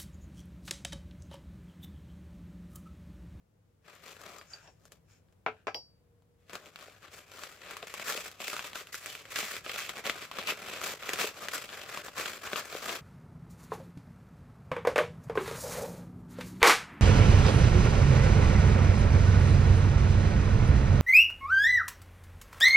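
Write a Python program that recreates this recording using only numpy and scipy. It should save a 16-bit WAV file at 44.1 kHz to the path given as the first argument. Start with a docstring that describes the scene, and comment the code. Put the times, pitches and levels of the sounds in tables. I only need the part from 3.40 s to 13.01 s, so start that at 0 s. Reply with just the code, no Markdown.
"""Crusty paper rasps and crackles over a faint outdoor rumble, with a few knocks and porcelain clinks early on.
A paper towel crusted with dried pigment is picked up from a slatted wooden table. A porcelain pestle
slides out of its mortar, knocks twice on the wood and rolls against the bowl, which rings.
Then the towel is flexed and rubbed over the mortar: fibres slip, the crust snaps, the sheet buckles."""
import sys
import numpy as np
from scipy import signal
from scipy.fft import rfft, irfft
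from scipy.io import wavfile
from scipy.ndimage import uniform_filter1d

SR = 44100
rng = np.random.default_rng(int(sys.argv[2]) if len(sys.argv) > 2 else 0)


def file_out(sig):
    """Save sig as 16-bit WAV at sys.argv[1]."""
    # one column per channel
    cols = np.atleast_2d(sig).T
    # limit, then scale
    lim = np.clip(cols, -1, 1)
    pcm = np.round(lim * 32767).astype(np.int16)
    wavfile.write(sys.argv[1], SR, pcm)


N = 423801
TIME = np.arange(N) / SR
LEFT_RIGHT = np.array([[1], [-1]])


def from_db(db):
    """Decibels to gain."""
    return 10 ** (np.asarray(db) / 20)


def rms_one(x):
    """Scale to rms 1."""
    return x / np.sqrt(np.mean(x ** 2) + 1e-20)


def peak_one(x):
    """Scale the loudest 2 ms to rms 1."""
    return x / np.sqrt(uniform_filter1d(np.mean(x ** 2, axis=0), size=88).max() + 1e-20)


def evened(x):
    """Hold the rms at 1 over 25 ms; faster flicker stays."""
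    return x / np.sqrt(uniform_filter1d(np.mean(x ** 2, axis=0), size=1100) + 1e-9)


def add(out, start_s, x):
    """Mix in a stereo sound."""
    at = max(int(start_s * SR), 0)
    out[:, at:at + x.shape[1]] += x[:, :N - at]


def drift(per_s):
    """Random wander, rms 1."""
    knots = rng.standard_normal(8192)
    return rms_one(np.interp(TIME * per_s, np.arange(len(knots)), knots))


def closeness(hz, centre_hz, octaves):
    """Bell curve over pitch, 1 at the centre."""
    return np.exp(-(np.log2(hz / centre_hz) / octaves) ** 2)


def band(x, low_hz, high_hz):
    """Butterworth band-pass."""
    sos = signal.butter(3, [low_hz, min(high_hz, .45 * SR)], "band", fs=SR, output="sos")
    return signal.sosfilt(sos, x)


def resonance(x, hz, width_hz):
    """Resonator, peak gain 1."""
    return signal.lfilter(*signal.iirpeak(hz, hz / width_hz, fs=SR), x)


def colour(x, spectrum):
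    """Minimum-phase filter from rows of (frequency [Hz], gain [dB])."""
    hz, db = np.transpose(spectrum)
    grid_hz = np.maximum(np.fft.rfftfreq(8192, 1 / SR), 1)
    gain = from_db(np.interp(np.log(grid_hz), np.log(hz), db))
    cepstrum = irfft(np.log(gain))
    half = len(cepstrum) // 2
    causal = np.r_[1, np.full(half - 1, 2), 1, np.zeros(half - 1)]
    response = irfft(np.exp(rfft(cepstrum * causal)))[:half]
    return signal.fftconvolve(x, response[None], axes=1)[:, :x.shape[1]]


def ports(x, lag_s):
    """A sound reaches two microphone ports lag_s apart."""
    hz = np.fft.rfftfreq(len(x), 1 / SR)
    return irfft(rfft(x) * np.exp(1j * np.pi * hz * lag_s * LEFT_RIGHT), len(x))


def stereo_noise(count, apart_hz):
    """Noise, alike in both channels below apart_hz, unrelated above."""
    mid, side = rng.standard_normal((2, count))
    side = signal.lfilter(*signal.butter(1, apart_hz, "high", fs=SR), side)
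    return mid + side * LEFT_RIGHT


def ring(modes, spread_rad, t60_scale=1):
    """Struck modes decay, each with its own phase at each port."""
    out, t = 0, TIME[:SR // 2]
    for k, (hz, db, t60_s) in enumerate(modes):
        phase = np.pi * k + spread_rad * rng.normal(0, 1, (2, 1))
        decay = from_db(db - 60 * t / (t60_s * t60_scale))
        out = out + decay * np.sin(2 * np.pi * hz * t + phase)
    return out


def outdoors(hum_hz=99.0, hum_db=-9.5):
    """Distant rumble and hiss with a wavering hum."""
    # air spectrum: (frequency [Hz], relative level [dB])
    air_spectrum = [(15, -41), (25, -18.5), (102, -8), (130, -13.5), (170, -11.5), (200, -19.5), (427, -26),
                    (476, -20.5), (607, -29), (1160, -37), (4250, -47.5), (16000, -50.5)]
    # distant rumble: (time [s], level [dB])
    rumble = [(0, -69.5), (1.4, -65), (2.4, -67), (5.2, -67), (6.4, -63.5), (9.6, -63.5)]
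    air = rms_one(colour(stereo_noise(N, apart_hz=400), air_spectrum))
    hum_gain = from_db(hum_db + 3.3 * drift(3.9))
    hum = hum_gain * np.sin(2 * np.pi * hum_hz * TIME + 0.62 * drift(14))
    return from_db(np.interp(TIME, *np.transpose(rumble))) * (air + hum)


def far_tone(waver_hz=5.3):
    """A faint, nearly pure tone swells and fades in the distance."""
    # course of the tone: (time [s], pitch [Hz], level [dB])
    course = [(2.45, 470, -100), (2.6, 468, -75), (2.75, 472, -73), (2.85, 480, -74), (3.05, 470, -71),
              (3.15, 468, -100)]
    s, hz, db = np.transpose(course)
    pitch_hz = np.interp(TIME, s, hz) + waver_hz * drift(30)
    return from_db(np.interp(TIME, s, db)) * np.sin(2 * np.pi * np.cumsum(pitch_hz) / SR)


def reflections(x, wet_db=-16, t60_s=0.15):
    """Table and nearby walls return a short, slightly dull scatter."""
    t = TIME[:SR // 2]
    decay = from_db(-60 * t / t60_s) * (t > .004)
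    scatter = band(stereo_noise(len(t), apart_hz=1200), 193, 8000) * decay
    scatter /= np.sqrt(np.sum(scatter ** 2) / 2)
    return from_db(wet_db) * signal.oaconvolve(x, scatter, axes=1)[:, :N]


def sliding(focus_db=7):
    """Unglazed porcelain grits along; the spot touched favours one resonance."""
    # pestle leaves the bowl, slips in the fingers, rolls on the slat:
    # (time [s], level [dB], favoured frequency [Hz], brightness [dB])
    slide = [(1.04, -95, 1410, 0), (1.07, -70, 1410, 19), (1.12, -53, 1450, 2), (1.21, -62, 1400, -10),
             (1.24, -61, 900, -4), (1.285, -57, 720, -14), (1.35, -82, 720, 9.5), (1.63, -97, 1800, -3),
             (1.71, -68, 1900, 4), (1.78, -73, 1900, 2), (1.83, -94, 1800, -3), (2.07, -98.5, 420, -11.5),
             (2.12, -62, 450, -24), (2.22, -71, 1380, -17), (2.29, -100, 1400, -24)]
    # porcelain resonances: (centre [Hz], width [Hz], gain [dB])
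    bowl = [(420, 98, -4.5), (720, 770, -1.5), (1440, 560, -1), (2420, 700, -2), (5450, 530, 3),
            (6700, 1400, 1)]
    s, *columns = np.transpose(slide)
    level_db, favoured_hz, bright_db = (np.interp(TIME, s, c) for c in columns)
    grit = stereo_noise(N, apart_hz=2940) * from_db(2.1 * drift(370))
    out = 0
    for hz, width_hz, db in bowl:
        gain = from_db(db + focus_db * closeness(hz, favoured_hz, 0.64) + bright_db * (hz > 3000))
        out = out + gain * resonance(resonance(grit, hz, width_hz), hz, width_hz)
    return from_db(level_db) * evened(out)


def knocks(thud_t60_s=0.11, strike_s=0.0011):
    """Porcelain hits a slat: a crack, the slat's main modes and a dense wash of weaker ones."""
    # pestle on the table: (time [s], thud peak [dB], crack re thud [dB])
    hits = [(2.0625, -23, -32.5), (2.0836, -32.5, -33.5), (2.2698, -28, -21), (2.2804, -29.5, -27)]
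    # slat modes: (frequency [Hz], level [dB], t60 [s])
    wood = [(246.4, -18, 0.23), (438, -8.5, 0.21), (479, -11.5, 0.094), (638, 7.5, 0.031), (783, 2.5, 0.08),
            (1030, -9, 0.12), (1310, -3, 0.1), (1630, -16, 0.1), (1830, -16, 0.116), (2010, -9.5, 0.091),
            (2130, -11, 0.078), (2320, -15, 0.086), (2420, -10.5, 0.069), (2456, -21.5, 0.098)]
    # weaker modes: (frequency [Hz], relative level [dB])
    wash_spectrum = [(59, -58), (100, -1.5), (206, -13), (423, 1.5), (571, 0), (803, 6), (906, -4),
                     (1590, 0), (1940, -12), (2320, 1), (2950, -13.5), (5720, -34.5), (12000, -79.5),
                     (15600, -107), (22000, -120)]
    out, t = np.zeros((2, N)), TIME[:SR // 2]
    wash_decay = np.exp(-t / strike_s) + from_db(-6.5 - 60 * t / thud_t60_s)
    crack_decay = np.exp(-t / .002) + 0.44 * np.exp(-t / 0.02)
    for s, db, crack_db in hits:
        wash = colour(stereo_noise(len(t), apart_hz=2500) * wash_decay, wash_spectrum)
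        crack = stereo_noise(len(t), apart_hz=3000) * crack_decay
        crack = band(band(crack, 3200, 6600), 4800, 11000)
        slat = peak_one(ring(wood, spread_rad=.3))
        thud = peak_one(band(peak_one(wash) + from_db(-3) * slat, 120, 9000))
        add(out, s, from_db(db) * (thud + from_db(crack_db) * peak_one(crack)))
    return out


def clinks(focus_db=8, soft_db_per_octave=16):
    """A hard tick jolts the bowl and sets it ringing; the spot touched favours some modes."""
    # pestle on the mortar: (time [s], ring [dB], contact noise [dB], favoured frequency [Hz],
    # share of the free ring time that the hand leaves [0-1])
    hits = [(0.991, -56, -62, 4740, 0.47), (1.135, -38.5, -55, 4700, 0.18), (1.276, -58, -59, 5640, 0.38),
            (2.275, -55.5, -68.5, 5300, 0.94), (2.345, -36.5, -33, 5250, 0.91)]
    # porcelain modes: (frequency [Hz], level [dB], free t60 [s])
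    porcelain = [(2977, -20, 0.11), (4624, -5, 0.41), (4834, 0, 0.2), (5534, -9, 0.26), (5631, -9, 0.2),
                 (10680, -36, 0.27), (11020, -29, 0.21), (13850, -21, 0.17), (14180, -24, 0.15)]
    out, t = np.zeros((2, N)), TIME[:SR // 2]
    tick_decay = np.exp(-t / 0.0015) + 0.036 * np.exp(-t / 0.0089)
    for s, ring_db, contact_db, favoured_hz, free in hits:
        modes = []
        for hz, db, t60_s in porcelain:
            lift_db = focus_db / free * closeness(hz, favoured_hz, 0.098)
            # a held pestle touches softly and spares the high modes
            tilt_db = soft_db_per_octave * (1 - free) * np.log2(hz / favoured_hz)
            modes.append((hz, db + lift_db - tilt_db, t60_s))
        tick = band(stereo_noise(len(t), apart_hz=3000) * tick_decay, 1800, 3460)
        jolt = band(stereo_noise(len(t), apart_hz=2920) * np.exp(-t / 0.019), 320, 840)
        contact = peak_one(tick) + from_db(-6.5) * peak_one(jolt)
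        ringing = peak_one(ring(modes, spread_rad=1, t60_scale=free))
        add(out, s, from_db(ring_db) * ringing + from_db(contact_db) * contact)
    return out


def twang(hz, cycles, count):
    """Stiff paper rings briefly, falling to 1/e in the given cycles."""
    t = TIME[:count]
    return np.sin(2 * np.pi * hz * t) * np.exp(-t * hz / cycles)


def paper_bands(x):
    """The cupped sheet radiates clicks; returns body, rasp and fizz bands."""
    # paper spectrum: (frequency [Hz], gain [dB])
    paper = [(88, -33.5), (150, -12), (254, -11), (494, -3), (689, -5.5), (888, -10.5), (1260, -1),
             (1900, -5.5), (2550, -5), (3920, -7), (7620, -12.5), (8900, -17.5), (11000, -13), (15100, -16),
             (16000, -33)]
    # resonances of the cupped sheet: (centre [Hz], width [Hz], gain [dB])
    cup = [(600, 97, 1), (900, 54, -5), (1350, 210, 0), (1890, 190, -0.5), (2510, 710, 4.5), (3370, 300, 2),
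           (7440, 1830, 5.5), (8580, 820, -2)]
    x = colour(x, paper)
    for hz, width_hz, db in cup:
        x = x + (from_db(db) - 1) * resonance(x, hz, width_hz)
    return band(x, 100, 900), band(x, 900, 4500), band(x, 4500, 19000)


def buckles():
    """The whole sheet flips to a new shape with a dry, dull pop."""
    # pops: (time [s], peak [dB], ring [Hz])
    pops = [(3.483, -47, 560), (4.598, -40.5, 570), (4.751, -34.5, 487), (7.8433, -27.5, 450),
            (7.912, -45.5, 482), (8.573, -44, 600), (9.1315, -26, 553), (9.351, -30.5, 510)]
    out = np.zeros((2, N))
    for s, db, hz in pops:
        pop = twang(hz, cycles=0.94, count=2048) + .5 * twang(2.4 * hz, cycles=0.63, count=2048)
        add(out, s, from_db(db) * peak_one(ports(band(pop, 353, 7300), lag_s=.00002)))
    return out


def handling(grip_s=0.0037, swell_db=9.5, let_go_s=0.017):
    """Squeezes grip, swell, ease and let go; returns rasp, body and fizz gains and the fold's pitch."""
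    # light rustle of the towel in the hands: (time [s], rasp [dB])
    holding = [(.4, -94), (.5, -62.5), (1.15, -66.5), (1.35, -84.5), (2.9, -103), (3.08, -72.5),
               (3.1, -66.5), (4.5, -60), (5.5, -59), (6.9, -57.5), (9.6, -55.5)]
    # squeezes and drags: (start [s], length [s], rasp at crest [dB], crest position [0-1], # body re rasp [dB],
    # fizz re rasp [dB], fold resonance [Hz]); the short row at 1.513 s is a light tick of the pestle, voiced
    # here as a brief rasp
    squeezes = [(0.447, 0.23, -57, 0.12, -4, -10, 1810), (0.619, 0.15, -51, 0.62, -4, -3.5, 1870),
                (0.794, 0.24, -51.5, 0.34, -1.5, -5.5, 1630), (1.398, 0.086, -72, 0.97, -1, 1, 1730),
                (1.513, 0.058, -71, 0.054, 3, 1, 1970), (1.685, 0.1, -70.4, 0.35, -13, -2, 2250),
                (3.101, 0.093, -47.5, 0.52, -4.5, -8.5, 1580), (3.157, 0.14, -56.9, 0.83, 0.5, -5.5, 1730),
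                (3.376, 0.2, -54.5, 0.12, -5, -5.5, 1700), (3.625, 0.069, -49, 0.38, -6.5, -11, 1440),
                (3.714, 0.087, -50, 0.88, -5, -1.5, 1780), (3.917, 0.23, -49, 0.32, -6.5, -3.5, 1620),
                (4.208, 0.22, -45.5, 0.37, -6, -9, 1690), (4.471, 0.17, -42.5, 0.85, -10.5, -5.5, 1860),
                (4.641, 0.23, -37.5, 0.15, -8.5, -1.5, 1840), (4.997, 0.29, -40, 0.063, -13, -3, 1860),
                (5.35, 0.069, -38.5, 0.08, -13.5, -3, 1820), (5.524, 0.071, -42.2, 0.24, -18, 2, 2200),
                (5.618, 0.2, -46, 0.45, -11, -2, 2460), (5.907, 0.18, -36, 0.48, -14, -2.5, 2140),
                (6.019, 0.17, -41, 0.44, -11.5, -2.5, 2260), (6.245, 0.27, -39.5, 0.58, -13.5, -4.5, 1900),
                (6.528, 0.083, -44, 0.85, -3, -6, 1830), (6.641, 0.11, -37, 0.16, -7, -7, 1900),
                (6.739, 0.12, -42, 0.92, -12, -6, 1850), (6.919, 0.14, -41, 0.56, -5.5, -9, 1750),
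                (7.064, 0.064, -31.5, 0.69, -13.5, -7, 2040), (7.125, 0.277, -42, 0.95, -5, -6.5, 1840),
                (7.411, 0.13, -36, 0.22, -6, -1.5, 2100), (7.592, 0.25, -38.5, 0.87, -8.5, -6.5, 1960),
                (7.764, 0.12, -32.5, 0.4, -6.5, -2.5, 2150), (7.942, 0.14, -44.2, 0.71, -3.5, -4.5, 1940),
                (8.114, 0.14, -36.5, 0.35, -8.5, -3, 1790), (8.286, 0.19, -42.5, 0.35, -6, -6, 1870),
                (8.486, 0.14, -41.5, 0.45, -6.5, -6, 1620), (8.64, 0.052, -42.5, 0.15, -4.5, -3, 1580),
                (8.759, 0.22, -38.5, 0.1, -7.5, -4, 1610), (9.021, 0.17, -42.5, 0.2, -7, -5.5, 1570),
                (9.121, 0.091, -34.5, 0.82, -7.5, -4, 1640), (9.25, 0.27, -45, 0.4, -6, -3, 1770),
                (9.411, 0.17, -36, 0.42, -4, -4, 1540)]
    t = TIME[::32]
    powers = [from_db(np.interp(t, *np.transpose(holding))) ** 2]
    timbres = [(-4.5, -4.5, 1900)]  # light rustle: (body [dB], fizz [dB], fold [Hz])
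    for start_s, length_s, db, crest, *timbre in squeezes:
        swell = np.interp((t - start_s) / length_s, [0, np.clip(crest, .01, .99), 1], [-1, 0, -1])
        grip = np.exp(-np.maximum(start_s - t, 0) / grip_s)
        let_go = np.exp(-np.maximum(t - start_s - length_s, 0) / let_go_s)
        powers.append((from_db(db + swell_db * swell) * grip * let_go) ** 2)
        timbres.append(timbre)
    powers = np.array(powers)
    body_db, fizz_db, fold_hz = np.transpose(timbres)
    rasp_power = powers.sum(axis=0)
    body_gain = np.sqrt(from_db(body_db) ** 2 @ powers)
    fizz_gain = np.sqrt(from_db(fizz_db) ** 2 @ powers)
    mean_fold_hz = fold_hz @ powers / rasp_power
    return [np.interp(TIME, t, c) for c in (np.sqrt(rasp_power), body_gain, fizz_gain, mean_fold_hz)]


def fibres(clumping_db, slips_per_s=5500, size_db=2, turns_db=3, scatter_s=0.00075, patches=14):
    """Fibres slip in clumps on patches that take turns, each with its own ring and direction."""
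    out, t = np.zeros((2, N)), TIME[:256]
    click = np.arange(len(t)) == 16
    clumps_db = drift(110) * clumping_db
    for hz in np.geomspace(1100, 4200, patches):
        sizes = from_db(size_db * np.minimum(rng.exponential(1, N), 5)) * rng.choice([-1, 1], N)
        slipping = rng.random(N) < slips_per_s / patches / SR
        slips = sizes * slipping * from_db(clumps_db + turns_db * drift(50))
        crack = 1.2 * click + 0.048 * np.roll(twang(hz, cycles=1.9, count=len(t)), 16)
        scatter = stereo_noise(len(t), apart_hz=5440) * np.exp(-t / scatter_s)
        patch = 0.26 * scatter + ports(crack, lag_s=.00007 * rng.normal(0.11, 1))
        out += signal.oaconvolve(slips[None], rms_one(patch), axes=1)[:, :N]
    return out


def fold(rasp, fold_hz, wander_octaves=0.17, shifts_per_s=14, uneven_db=4.5, q=9.3):
    """A fold shifts under the fingers and lifts the rasp near its pitch; its resonances come and go."""
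    centre_hz = fold_hz * 2 ** (wander_octaves * drift(shifts_per_s))
    out = rasp
    for hz in np.geomspace(1100, 4000, 10):
        lift = 0.9 * closeness(hz, centre_hz, octaves=0.42) * from_db(uneven_db * drift(shifts_per_s))
        out = out + lift * resonance(rasp, hz, hz / q)
    return out


def rubbing(rasp_gain, body_gain, fizz_gain, fold_hz, light_db=-71, firm_db=-54, unsteady_db=1.75):
    """The towel rasps: fibres slip evenly under a light touch, in clumps under a firm one."""
    firmness = np.clip((20 * np.log10(rasp_gain) - light_db) / (firm_db - light_db), 0, 1)
    body, rasp, fizz = paper_bands(fibres(clumping_db=3.5 * firmness))
    rasp = fold(rasp, fold_hz)
    sheet = body_gain * evened(body) + rasp_gain * evened(rasp) + fizz_gain * evened(fizz)
    return from_db(unsteady_db * drift(35)) * sheet


def flakes(rasp_gain, lifted_s=3.1, per_s=9, over_rasp_db=4.5, spread_db=4.5, body_db=-6, fizz_db=-20):
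    """Flakes break at random off the lifted towel, scaled by the squeeze; returns rows for snaps()."""
    low_hz, high_hz = 1100, 3300
    gaps, sizes, pitches = rng.random((256, 3)).T
    times_s = lifted_s + np.cumsum(2 * gaps / per_s)
    excess_db = over_rasp_db + spread_db * (2 * sizes - 1)
    crease_hz = low_hz * (high_hz / low_hz) ** pitches
    return [(s, 20 * np.log10(rasp_gain[int(s * SR)]) + db, hz, body_db, fizz_db)
            for s, db, hz in zip(times_s, excess_db, crease_hz) if s < TIME[-1]]


def snaps(flake_cracks, crack_s=0.00035, crumble_s=0.01, crease_db=-0.5):
    """A sharp crack sets a crease ringing, then the crust crumbles for some milliseconds."""
    # main cracks: (time [s], rasp peak [dB], crease ring [Hz], body re rasp [dB], fizz re rasp [dB])
    main_cracks = [(0.552, -61, 1570, -3, 7), (0.767, -45.5, 1580, -7, -22), (0.815, -47, 1160, -9, 1),
                   (0.985, -47.5, 1270, -11, 2), (1.013, -41.5, 1620, -16, -22),
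                   (1.454, -53.5, 1440, -6, 1.5), (1.52, -48, 1810, -6.5, 0.5),
                   (1.886, -68, 1570, -16, -15), (1.925, -68, 1570, -5, -1), (2.822, -68.5, 1080, -3, -6),
                   (3.096, -43.5, 2220, -5.5, -10), (3.133, -34, 1150, -6.5, -9),
                   (3.154, -32.5, 1420, -6, -5.5), (3.259, -44.5, 2870, -17, -7),
                   (3.359, -36.5, 2820, -34, -13), (3.389, -45, 1290, -18, -8),
                   (4.036, -33.5, 1380, -21, -5), (4.31, -39, 1570, -15, -3), (4.368, -33.5, 1160, -23, -7),
                   (4.428, -34, 2560, -5, -20), (4.471, -38.5, 2410, -7.5, -4), (4.54, -33, 1080, -9.5, -3),
                   (4.597, -34.5, 1350, -8.5, -9), (4.682, -29, 1590, -20, -4),
                   (4.776, -30, 2780, -10, -10), (4.915, -44, 2800, -21, -1), (5.003, -35, 2710, -3, -10),
                   (5.081, -27.5, 2120, -11, -3.5), (5.131, -32, 1270, -8, -5),
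                   (5.166, -28.5, 1380, -28, -10), (5.193, -27.5, 1460, -17, -14),
                   (5.244, -38, 1440, -3, -8), (5.332, -36.5, 2220, -12, -10),
                   (5.357, -30.5, 1440, -12, -19), (5.471, -42.5, 2840, -28, -6),
                   (5.544, -30, 1440, -18, -7), (5.66, -30.5, 2450, -17, -4),
                   (5.752, -31.5, 2380, -21, -12), (5.854, -40.5, 2070, -10, -13),
                   (5.924, -39.5, 1570, -9, -9), (5.959, -27, 2110, -24, -10), (5.989, -27, 1260, -9, -2),
                   (6.166, -31.5, 2180, -14, -6), (6.263, -31, 1300, -10, -31),
                   (6.295, -29, 2200, -11.5, -16), (6.361, -30, 1390, -15, -15), (6.39, -31, 2100, -23, -5),
                   (6.493, -29, 2120, -12, -6), (6.57, -33.5, 2350, -10.5, -12), (6.666, -28, 2400, -8, -6),
                   (6.697, -19, 2000, -13, -13.5), (6.823, -36.5, 2360, -5, -12),
                   (6.914, -33, 1080, -18, -13), (6.986, -26, 1230, -8, -13), (7.027, -35, 1790, -12, -12),
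                   (7.088, -33.5, 1720, -1.5, -12), (7.326, -39, 3290, -19, -16),
                   (7.415, -29.5, 1310, -9, -8), (7.538, -45, 1120, 3, -9), (7.634, -34, 2620, -17, -19),
                   (7.692, -24, 1940, -12, -8), (7.734, -25, 2500, -11, -3.5),
                   (8.085, -25.5, 1860, -17, -9.5), (8.144, -35, 1420, -16, 3),
                   (8.291, -37, 3050, -19, -15), (8.329, -36.5, 1680, -11, -14),
                   (8.574, -28, 1075, -9, -10), (8.683, -32, 1050, -6, -20), (8.798, -32, 1150, -3, -19),
                   (8.858, -25.5, 1460, -21, -18), (9.074, -33, 1130, -14, -17),
                   (9.132, -24.5, 1530, -2, -22), (9.159, -24.5, 1280, -19, -21),
                   (9.326, -36.5, 2300, -3, -5), (9.563, -38, 3490, -11, 0)]
    out, t = np.zeros((2, N)), TIME[:2048]
    for s, db, hz, body_db, fizz_db in main_cracks + flake_cracks:
        crumble_db = rng.normal(-13.5, 2)
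        decay = np.exp(-t / crack_s) + from_db(crumble_db) * np.exp(-t / crumble_s)
        burst = stereo_noise(len(t), apart_hz=5300) * decay
        body, rasp, fizz = map(peak_one, paper_bands(burst))
        crease = ports(twang(hz, cycles=2.2, count=len(t)), lag_s=rng.normal(0, .00005))
        rasp = peak_one(rasp + from_db(crease_db) * peak_one(crease))
        add(out, s, from_db(db) * (rasp + from_db(body_db) * body + from_db(fizz_db) * fizz))
    return out


def scene(air_pan_db=0.7, pestle_pan_db=1.0):
    """Towel near the middle, pestle and mortar slightly left, open air behind."""
    # towel position: (time [s], left gain and right loss [dB])
    towel_pan = [(0, 2), (4.2, 0.75), (5.6, 0), (8, 0), (9.6, 0.5)]
    background = outdoors() * from_db(air_pan_db * LEFT_RIGHT) + far_tone()
    pestle = knocks() + clinks() + sliding()
    rasp_gain, body_gain, fizz_gain, fold_hz = handling()
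    towel = rubbing(rasp_gain, body_gain, fizz_gain, fold_hz) + buckles() + snaps(flakes(rasp_gain))
    towel_pan_db = np.interp(TIME, *np.transpose(towel_pan))
    near = towel * from_db(towel_pan_db * LEFT_RIGHT) + pestle * from_db(pestle_pan_db * LEFT_RIGHT)
    return background + near + reflections(near)


def record(dry):
    """The two ports colour the midrange differently; deep bass and top are cut."""
    low_cut_hz, high_cut_hz = 38, 15950
    x = dry + 0.42 * LEFT_RIGHT * resonance(dry, hz=1190, width_hz=320)
    x = signal.sosfilt(signal.butter(2, low_cut_hz, "high", fs=SR, output="sos"), x)
    return signal.sosfilt(signal.ellip(12, .1, 70, high_cut_hz, fs=SR, output="sos"), x)


dry = scene()
out = record(dry)
file_out(out)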